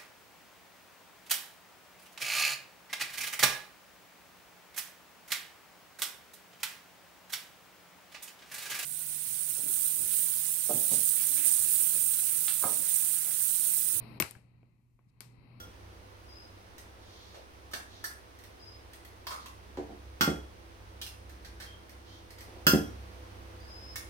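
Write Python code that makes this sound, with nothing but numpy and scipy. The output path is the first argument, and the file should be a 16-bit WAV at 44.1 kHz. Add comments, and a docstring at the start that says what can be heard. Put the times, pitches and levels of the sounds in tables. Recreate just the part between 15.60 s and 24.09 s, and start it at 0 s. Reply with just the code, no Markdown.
"""In a small kitchen, eggs are cracked on a ceramic bowl: one light touch, then two hard knocks on the rim.
The bowl rings as beating pairs of decaying modes, then drops back onto the table, whose modes boom.
Shells crunch and tick as thumbs rub and part them, and an egg knocks with a hollow tock: dying runs of
random impulses, filtered. Summed tones make a low appliance hum, gliding sines thin whistles, filtered
noise the room air. Paired noise with a set correlation spreads air and echoes over two microphones."""
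import sys
import numpy as np
from scipy import signal
from scipy.fft import rfft, irfft
from scipy.io import wavfile
from scipy.ndimage import uniform_filter1d

SR = 44100
rng = np.random.default_rng(int(sys.argv[2]) if len(sys.argv) > 2 else 0)


def int16_out(signal):
    """Quantize to a 16-bit WAV file."""
    q = np.round(np.clip(np.atleast_2d(signal).T, -1, 1) * 32767)
    wavfile.write(sys.argv[1], SR, q.astype(np.int16))


N = 374409  # length in samples
T = np.arange(int(.7 * SR)) / SR  # time within one sound, s


def amp(db):
    """Decibel definition: amplitude gain is 10 to the power dB / 20."""
    return 10 ** (np.asarray(db) / 20)


def unit(x):
    """Energy normalisation: the squares sum to 1."""
    return x / np.sqrt(np.sum(x ** 2))


def fade(t60):
    """Exponential damping: a fall of 60 dB in t60 seconds."""
    return np.exp(-np.log(1000) * T / max(t60, 1e-3))


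def at(points, hz):
    """Logarithmic interpolation: (Hz, value) points read on a log-frequency axis."""
    f, value = np.transpose(points)
    return np.interp(np.log(hz + 1), np.log(f), value)


def colour(x, points, tilt_db=0):
    """Minimum-phase filtering: a folded cepstrum gives a causal spectrum, tilted about 4 kHz."""
    hz = np.fft.rfftfreq(2 * len(x), 1 / SR)
    octaves = np.log2(np.maximum(hz, 500) / 4000)  # the tilt is flat below 500 Hz
    cepstrum = irfft(np.log(amp(at(points, hz) + tilt_db * octaves)))
    cepstrum[1:len(x)] *= 2
    cepstrum[len(x) + 1:] = 0
    response = np.exp(rfft(cepstrum))
    return irfft(rfft(x, 2 * len(x)) * response)[:len(x)]


def add(track, s, sound):
    """Superposition: mix a sound into the track at time s."""
    i = max(int(s * SR), 0)
    track[..., i:i + sound.shape[-1]] += sound[..., :N - i]


def walk(rate):
    """Band-limited fluctuation: random steps at the given rate in Hz, smoothed, spread near 1."""
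    k = int(SR / rate)
    steps = np.repeat(rng.standard_normal(N // k + 1), k)
    return uniform_filter1d(steps, k)[:N]


# Likeness of diffuse sound at the two microphones. Each row: frequency in Hz, correlation from -1 to 1.
MIC_CORRELATION = [(100, 0.45), (280, 0.67), (600, -0.12), (1300, -0.45), (2800, 0.1), (6000, -0.069)]


def diffuse(size):
    """Diffuse-field coherence: two noise spectra share a set correlation; also returns their frequencies."""
    hz = np.fft.rfftfreq(size, 1 / SR)
    alike = np.clip(at(MIC_CORRELATION, hz), -.99, .99)
    mid, side = rfft(rng.standard_normal((2, size))) * np.sqrt([1 + alike, 1 - alike])
    return np.array([mid + side, mid - side]) / np.sqrt(2), hz


# Tones of the appliance hum. Each row: frequency in Hz, relative level in dB.
HUM_TONES = [(53, -9), (66.2, -0.5), (93.3, -17.5), (97.6, -5.5), (100, -26), (186.5, -18.5), (243, -28),
             (333, -14.5), (501, -16.5)]
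# The hum sinks, then grows louder. Each row: time in seconds, level in dB before the trim in hum().
HUM_COURSE = [(0, -53.5), (1.4, -58), (3.7, -59), (4.1, -52.5), (6.7, -53), (7.1, -48.5), (8.49, -49.5)]


def hum(trim_db=-1, waver_db=3.1, drift_rad=0.55):
    """Superposed near-periodic tones: low motor tones wander independently in level and phase."""
    t = np.arange(N) / SR
    tones = np.zeros(N)
    for hz, db in HUM_TONES:
        level = amp(db + waver_db * walk(9))
        tones += level * np.sin(2 * np.pi * (hz * t + rng.random()) + drift_rad * walk(2.6))
    return np.sqrt(2) * tones * amp(trim_db + np.interp(t, *np.transpose(HUM_COURSE)))


# Spectrum of the room air. Each row: frequency in Hz, relative level in dB.
AIR_SPECTRUM = [(25, -16), (45, -25), (68, -13), (100, -11), (130, -23), (210, -21), (335, -17),
                (500, -18.5), (1000, -21), (3000, -30), (6200, -35.5), (7200, -44), (9300, -38.5),
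                (11000, -44), (16000, -44)]
AIR_DB, AIR_RISE_S, AIR_RISE_DB = -56, 6.75, 2.5  # midrange level; start and size of a late rise


def air():
    """Filtered stationary noise: room air with a soft rumble, slightly louder late on."""
    noise, hz = diffuse(N)
    noise = noise * amp(at(AIR_SPECTRUM, hz))
    midrange = irfft(noise * ((hz > 250) & (hz < 3000)), N)
    rise = np.clip(10 * (np.arange(N) / SR - AIR_RISE_S), 0, 1)  # takes 0.1 s
    return irfft(noise, N) / midrange.std() * amp(AIR_DB + AIR_RISE_DB * rise)


def fracture(crumble_s, first=0.49, spread_db=3.5, breaks_per_s=4000):
    """Crack propagation: a first snap, then a dying run of tiny breaks as the crack spreads."""
    breaks = (rng.random(len(T)) < breaks_per_s / SR) * rng.choice([-1, 1], len(T))
    sizes = amp(spread_db * np.minimum(rng.exponential(size=len(T)), 2))
    dying = np.exp(-T / max(crumble_s, 5e-4))
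    run = unit(breaks * sizes * dying + 1e-12)
    run[0] += first
    return run


# The stiff dome of the shell pings as it is first struck; level relative to the crack.
PING_HZ, PING_T60_S, PING_DB = 4990, 0.0023, -7.5


def ping():
    """Damped shell resonance: the brief ring of the intact shell, before it caves in."""
    return amp(PING_DB) * unit(fade(PING_T60_S) * np.sin(2 * np.pi * PING_HZ * T))


# Egg on the rim. Each row: start in seconds, bowl ring level in dB, place on the rim (about -1 to 1),
# crack level in dB, crumble time in seconds, treble tilt in dB per octave, splinter level in dB,
# push on the table in dB.
RIM_KNOCKS = [(0.001, -42, -0.7, -21, 0.011, 3.5, -50, -50),
              (4.6098, -23, -1.14, 5.5, 0.0038, -1, -6, -21.5), (7.0675, -17, 1, 10.5, 0.0028, 1, 6, -16.5)]
# Spectrum of shell caving in on the rim. Each row: frequency in Hz, relative level in dB.
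RIM_SPECTRUM = [(100, -23), (600, 1), (1000, 3.5), (1400, 10), (2400, -2.5), (3400, 1), (4000, -10.5),
                (5300, 6.5), (6800, -3.5), (8800, -4), (10500, -8), (13000, -1.5), (16000, -4.5)]
# Spectrum of the bright splinters. Each row: frequency in Hz, relative level in dB.
SPLINTER_SPECTRUM = [(1000, -33), (7000, -19), (10800, -34.5), (12500, 4), (14500, -9), (16000, -5)]


def rim_cracks(snap=0.83, splinter_s=0.0078):
    """Impact fracture: the shell caves in on the hard rim; a harder blow throws off bright splinters."""
    out = np.zeros(N)
    for s, _, _, crack_db, crumble_s, tilt_db, splinter_db, _ in RIM_KNOCKS:
        crack = unit(colour(fracture(crumble_s, first=snap), RIM_SPECTRUM, tilt_db))
        splinters = unit(colour(fracture(splinter_s, first=0.28), SPLINTER_SPECTRUM))
        add(out, s, amp(crack_db) * (crack + ping()))
        add(out, s, amp(splinter_db) * splinters)
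    return out


# Bowl wall modes, some in close pairs. Each row: frequency in Hz, relative level in dB,
# 60 dB decay time in seconds, dB gained per unit of place on the rim.
BOWL_MODES = [(1108, -16, .2, 1), (1394, 0, .32, 0), (1445, -11, .28, 4), (1500, -8, .09, 0),
              (3296, -11, .33, 2), (3327, -15, .42, -5), (5690, -16, .28, 3), (5729, -17, .41, 4),
              (5895, -21, .28, -1), (6277, -22, .25, 2), (8603, -22, .28, -4), (11930, -23, .23, -3),
              (12770, -22, .22, 4), (13740, -19, .2, -2)]


def bowl():
    """Split-mode beating: close wall modes beat; place and tilt of the blow set each mode's level."""
    out = np.zeros((2, N))
    # the microphones start nearly opposed in phase and fall into step as reflections fill the room
    apart_rad = np.array([[0], [2.7]]) * np.exp(-T / .22)
    for s, ring_db, place, _, _, tilt_db, _, _ in RIM_KNOCKS:
        for hz, db, t60, place_db in BOWL_MODES:
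            gain = amp(ring_db + db + place * place_db + tilt_db * np.log2(hz / 4000))
            # arriving reflections make each line swell and dip
            ripple = amp(3 * walk(60)[:len(T)] * (1 - np.exp(-T / .04)))
            tone = np.sin(2 * np.pi * (hz * T + rng.random()) - apart_rad)
            add(out, s, gain * ripple * fade(t60) * tone)
    return out


# A hand bumps things on the table while fetching an egg. Each row: start in seconds, push in dB.
HAND_BUMPS = [(4.175, -30), (4.186, -26.5), (4.294, -36.5), (4.322, -37), (6.881, -46), (6.96, -42)]
BUMP_CONTACT_S, BUMP_LOWEST_HZ = 0.00043, 280  # light blows stir no deep bass
# every knock tips the bowl, which drops back harder a moment later
ROCK_S, ROCK_DB = .0665, 5.5
BOWL_CONTACT_S, ROCK_CONTACT_S, BOWL_LOWEST_HZ = .0015, 0.0011, 137


def blows():
    """Impulsive excitation: knocks, bowl drops and bumps as (s, dB, contact s, lowest Hz)."""
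    knocks = [(s, db, BOWL_CONTACT_S, BOWL_LOWEST_HZ) for s, *_, db in RIM_KNOCKS]
    rocks = [(s + ROCK_S, db + ROCK_DB, ROCK_CONTACT_S, BOWL_LOWEST_HZ) for s, *_, db in RIM_KNOCKS]
    bumps = [(s, db, BUMP_CONTACT_S, BUMP_LOWEST_HZ) for s, db in HAND_BUMPS]
    return knocks + rocks + bumps


# Table-top modes. Each row: frequency in Hz, relative level in dB, 60 dB decay time in seconds.
TABLE_MODES = [(81, 7.5, 0.42), (162, -0.5, 0.21), (177.3, -0.5, 0.2), (213, 2, 0.17), (264.3, 2, 0.14),
               (290.8, 3, 0.24), (364, 0.5, 0.22), (445, -6.5, 0.25), (512, -5.5, 0.17), (695, -6.5, 0.31),
               (767, -4, 0.27)]
# Spectrum of the dull clatter. Each row: frequency in Hz, relative level in dB.
CLATTER_SPECTRUM = [(50, -74), (130, 9.5), (200, 8), (400, 4.5), (700, 1.5), (1150, -14), (1700, -13),
                    (6000, -31), (16000, -40)]


def table(boom_db=-11.5, clatter_db=17, clatter_t60=0.041):
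    """Modal plate excitation: blows ring the top and clatter, duller for longer contact (boom, clatter)."""
    boom, clatter = np.zeros(N), np.zeros(N)
    ring = sum(amp(db) * fade(t60) * np.sin(2 * np.pi * hz * T) for hz, db, t60 in TABLE_MODES)
    for s, db, contact_s, lowest_hz in blows():
        low_pass = signal.butter(2, min(.5 / contact_s, SR / 4), fs=SR, output="sos")
        high_pass = signal.butter(3, lowest_hz, "high", fs=SR, output="sos")
        push = np.vstack([low_pass, high_pass])
        thud = unit(colour(rng.standard_normal(len(T)) * fade(clatter_t60), CLATTER_SPECTRUM))
        add(boom, s, amp(db + boom_db) * signal.sosfilt(push, ring))
        add(clatter, s, amp(db + clatter_db) * signal.sosfilt(push, thud))
    return boom, clatter


# Kitchen reverberation. Each row: frequency in Hz, 60 dB decay time in seconds.
KITCHEN_T60 = [(150, 0.38), (1000, 0.41), (5000, 0.27), (9000, 0.37), (15000, 0.21)]


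def kitchen(x, build_s=0.00083):
    """Statistical reverberation: dense echoes from close walls, decaying at a rate set by frequency."""
    noise, hz = diffuse(len(T))
    centres = np.geomspace(100, 16000, 9)  # overlapping bands, Hz
    tail = 0
    for centre, share in zip(centres, np.eye(len(centres))):
        band = irfft(noise * at(np.c_[centres, share], hz), len(T))
        tail = tail + band * fade(at(KITCHEN_T60, centre))
    tail = tail * (1 - np.exp(-T / build_s))
    return np.array([signal.fftconvolve(x, unit(side))[:N] for side in tail])


# Thin whistling squeaks. Each row: start in seconds, length before release in seconds,
# starting pitch in Hz, level in dB before the lift in whistles().
SQUEAKS = [(.678, 0.13, 5020, -55), (2.99, 0.12, 5010, -54.5), (6.053, 0.074, 3170, -56),
           (6.47, 0.082, 3120, -63.5), (7.99, 0.03, 4830, -57.5), (8.072, 0.26, 5040, -51.5)]
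WHISTLE_RISE_HZ_PER_S, WHISTLE_ATTACK_S, WHISTLE_RELEASE_S = 324, 0.009, 0.033


def whistles(lift_db=2.5, waver_hz=60, flutter_db=1.0):
    """Frequency modulation: a faint, rising, fluttering tone swells, holds and dies away."""
    out = np.zeros(N)
    for s, length_s, pitch_hz, db in SQUEAKS:
        hz = pitch_hz + WHISTLE_RISE_HZ_PER_S * T + waver_hz * walk(300)[:len(T)]
        attack = np.minimum(T / WHISTLE_ATTACK_S, 1)
        release = np.exp(-np.maximum(T - length_s, 0) / WHISTLE_RELEASE_S)
        gain = amp(db + lift_db + flutter_db * walk(89)[:len(T)])
        add(out, s, gain * attack * release * np.sin(2 * np.pi * np.cumsum(hz) / SR))
    return out


# Spectrum of shell sounds. Each row: frequency in Hz, relative level in dB.
SHELL_SPECTRUM = [(100, -22), (400, -8), (900, -2.5), (1700, 2), (2500, -2), (3300, 3), (5500, 3),
                  (7200, -8), (9000, -1.5), (11000, -8), (13500, -4), (16000, -9)]


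def shell_sound(db, crumble_s, hollow_hz, hollow_db, tilt_db, hollow_q=9.4):
    """Cavity resonance: a cracking or knocked shell crackles and rings its hollow."""
    snap = fracture(crumble_s)
    hollow = signal.lfilter(*signal.iirpeak(hollow_hz, hollow_q, fs=SR), snap)
    crackle = unit(colour(snap, SHELL_SPECTRUM, tilt_db))
    return amp(db) * (crackle + amp(hollow_db) * unit(hollow))


# Shells crunch and tick; at 4.17 s an egg knocks on something with a hollow tock.
# Each row: start in seconds, level in dB, crumble time in seconds, hollow pitch in Hz,
# hollow level in dB relative to the crackle, treble tilt in dB per octave.
SHELL_SOUNDS = [(1.745, -24.5, 0.019, 563, 2.5, -3.5), (2.114, -22, 0.018, 1300, -6, 2),
                (2.135, -5.5, 0.0019, 1240, -24, -2.5), (2.159, -21, 0.011, 880, -3, 13),
                (2.441, -6, 0.0072, 1690, -3, 4), (3.669, -9.5, 0.0042, 1004, -1.5, -1),
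                (3.708, -15, 0.024, 1205, 6, 0.5), (3.8595, -19, 0.0019, 1130, -4, -1.5),
                (4.1722, -40, 0.00065, 970, 23.5, 7), (5.415, -10.5, 0.006, 3260, -5, 1.5),
                (5.4643, -15.5, 0.0037, 2820, -7.5, 1.5), (5.848, -20.5, 0.0059, 1680, -7, -1),
                (6.001, -15, 0.029, 1690, -7.5, -1), (8.358, -7, 0.0036, 2160, -8, 3.5)]
# Thumbs pick at the shell. Each row: start in seconds, level in dB before the lift TICK_LIFT_DB.
SHELL_TICKS = [(1.1817, -44), (2.7884, -51.5), (2.8378, -48.5), (3.3337, -45.5), (3.4496, -47.5),
               (5.695, -50), (6.2941, -49), (6.7057, -46.5), (6.785, -47.5), (6.8074, -44.5)]
TICK_LIFT_DB, TICK_CRUMBLE_S, TICK_HOLLOW_HZ, TICK_HOLLOW_DB, TICK_TILT_DB = 23, 0.0033, 1997, -5.5, 2


def shells():
    """Resonator tuning: each crunch, and the tock, has its own hollow; the small ticks share one."""
    out = np.zeros(N)
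    for s, *settings in SHELL_SOUNDS:
        add(out, s, shell_sound(*settings))
    for s, db in SHELL_TICKS:
        tick = shell_sound(db + TICK_LIFT_DB, TICK_CRUMBLE_S, TICK_HOLLOW_HZ, TICK_HOLLOW_DB, TICK_TILT_DB)
        add(out, s, tick)
    return out


# Thumbs rub on the shell before it gives. Each row: start in seconds, length in seconds, level in dB.
THUMB_RUBS = [(1.36, 0.47, -59.5), (2.24, 0.23, -60), (3.77, 0.087, -58.5), (6.42, 0.2, -60.5)]
# Spectrum of the rubbing. Each row: frequency in Hz, relative level in dB.
RUB_SPECTRUM = [(1000, -38), (2700, -16), (3400, 1), (4500, -2.5), (6400, -8.5), (7500, -22), (16000, -25)]


def rubs(slips_per_s=6000):
    """Stick-slip friction: skin slips over the shell in tiny steps; the pressure swells and eases."""
    out = np.zeros(N)
    for s, length_s, db in THUMB_RUBS:
        slips = (rng.random(len(T)) < slips_per_s / SR) * rng.standard_normal(len(T))
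        scrape = colour(slips, RUB_SPECTRUM)
        pressure = np.sin(np.pi * np.minimum(T / length_s, 1))
        add(out, s, amp(db) * pressure * scrape / scrape.std())
    return out


def scene(direct_db=-6, boom_room_db=-12, left_db=-1.87):
    """Direct and reverberant fields: shell sounds arrive by both; bowl and table ring over hum and air."""
    boom, clatter = table()
    ring = bowl()
    cracks = shells() + rubs() + rim_cracks() + clatter
    direct = np.array([cracks, np.roll(cracks, 6)])  # 6 samples later on the right
    echoes = kitchen(cracks + amp(boom_room_db) * boom + ring[0] / 10 + whistles())
    mix = amp(direct_db) * direct + ring + boom + echoes + hum() + air()
    return mix * amp(np.array([[left_db], [-left_db]]) / 2)  # left_db is left relative to right


def record(dry):
    """Elliptic low-pass filtering: the top is cut steeply above 15.9 kHz."""
    return signal.sosfilt(signal.ellip(10, .2, 80, 15900, fs=SR, output="sos"), dry)


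dry = scene()
out = record(dry)
int16_out(out)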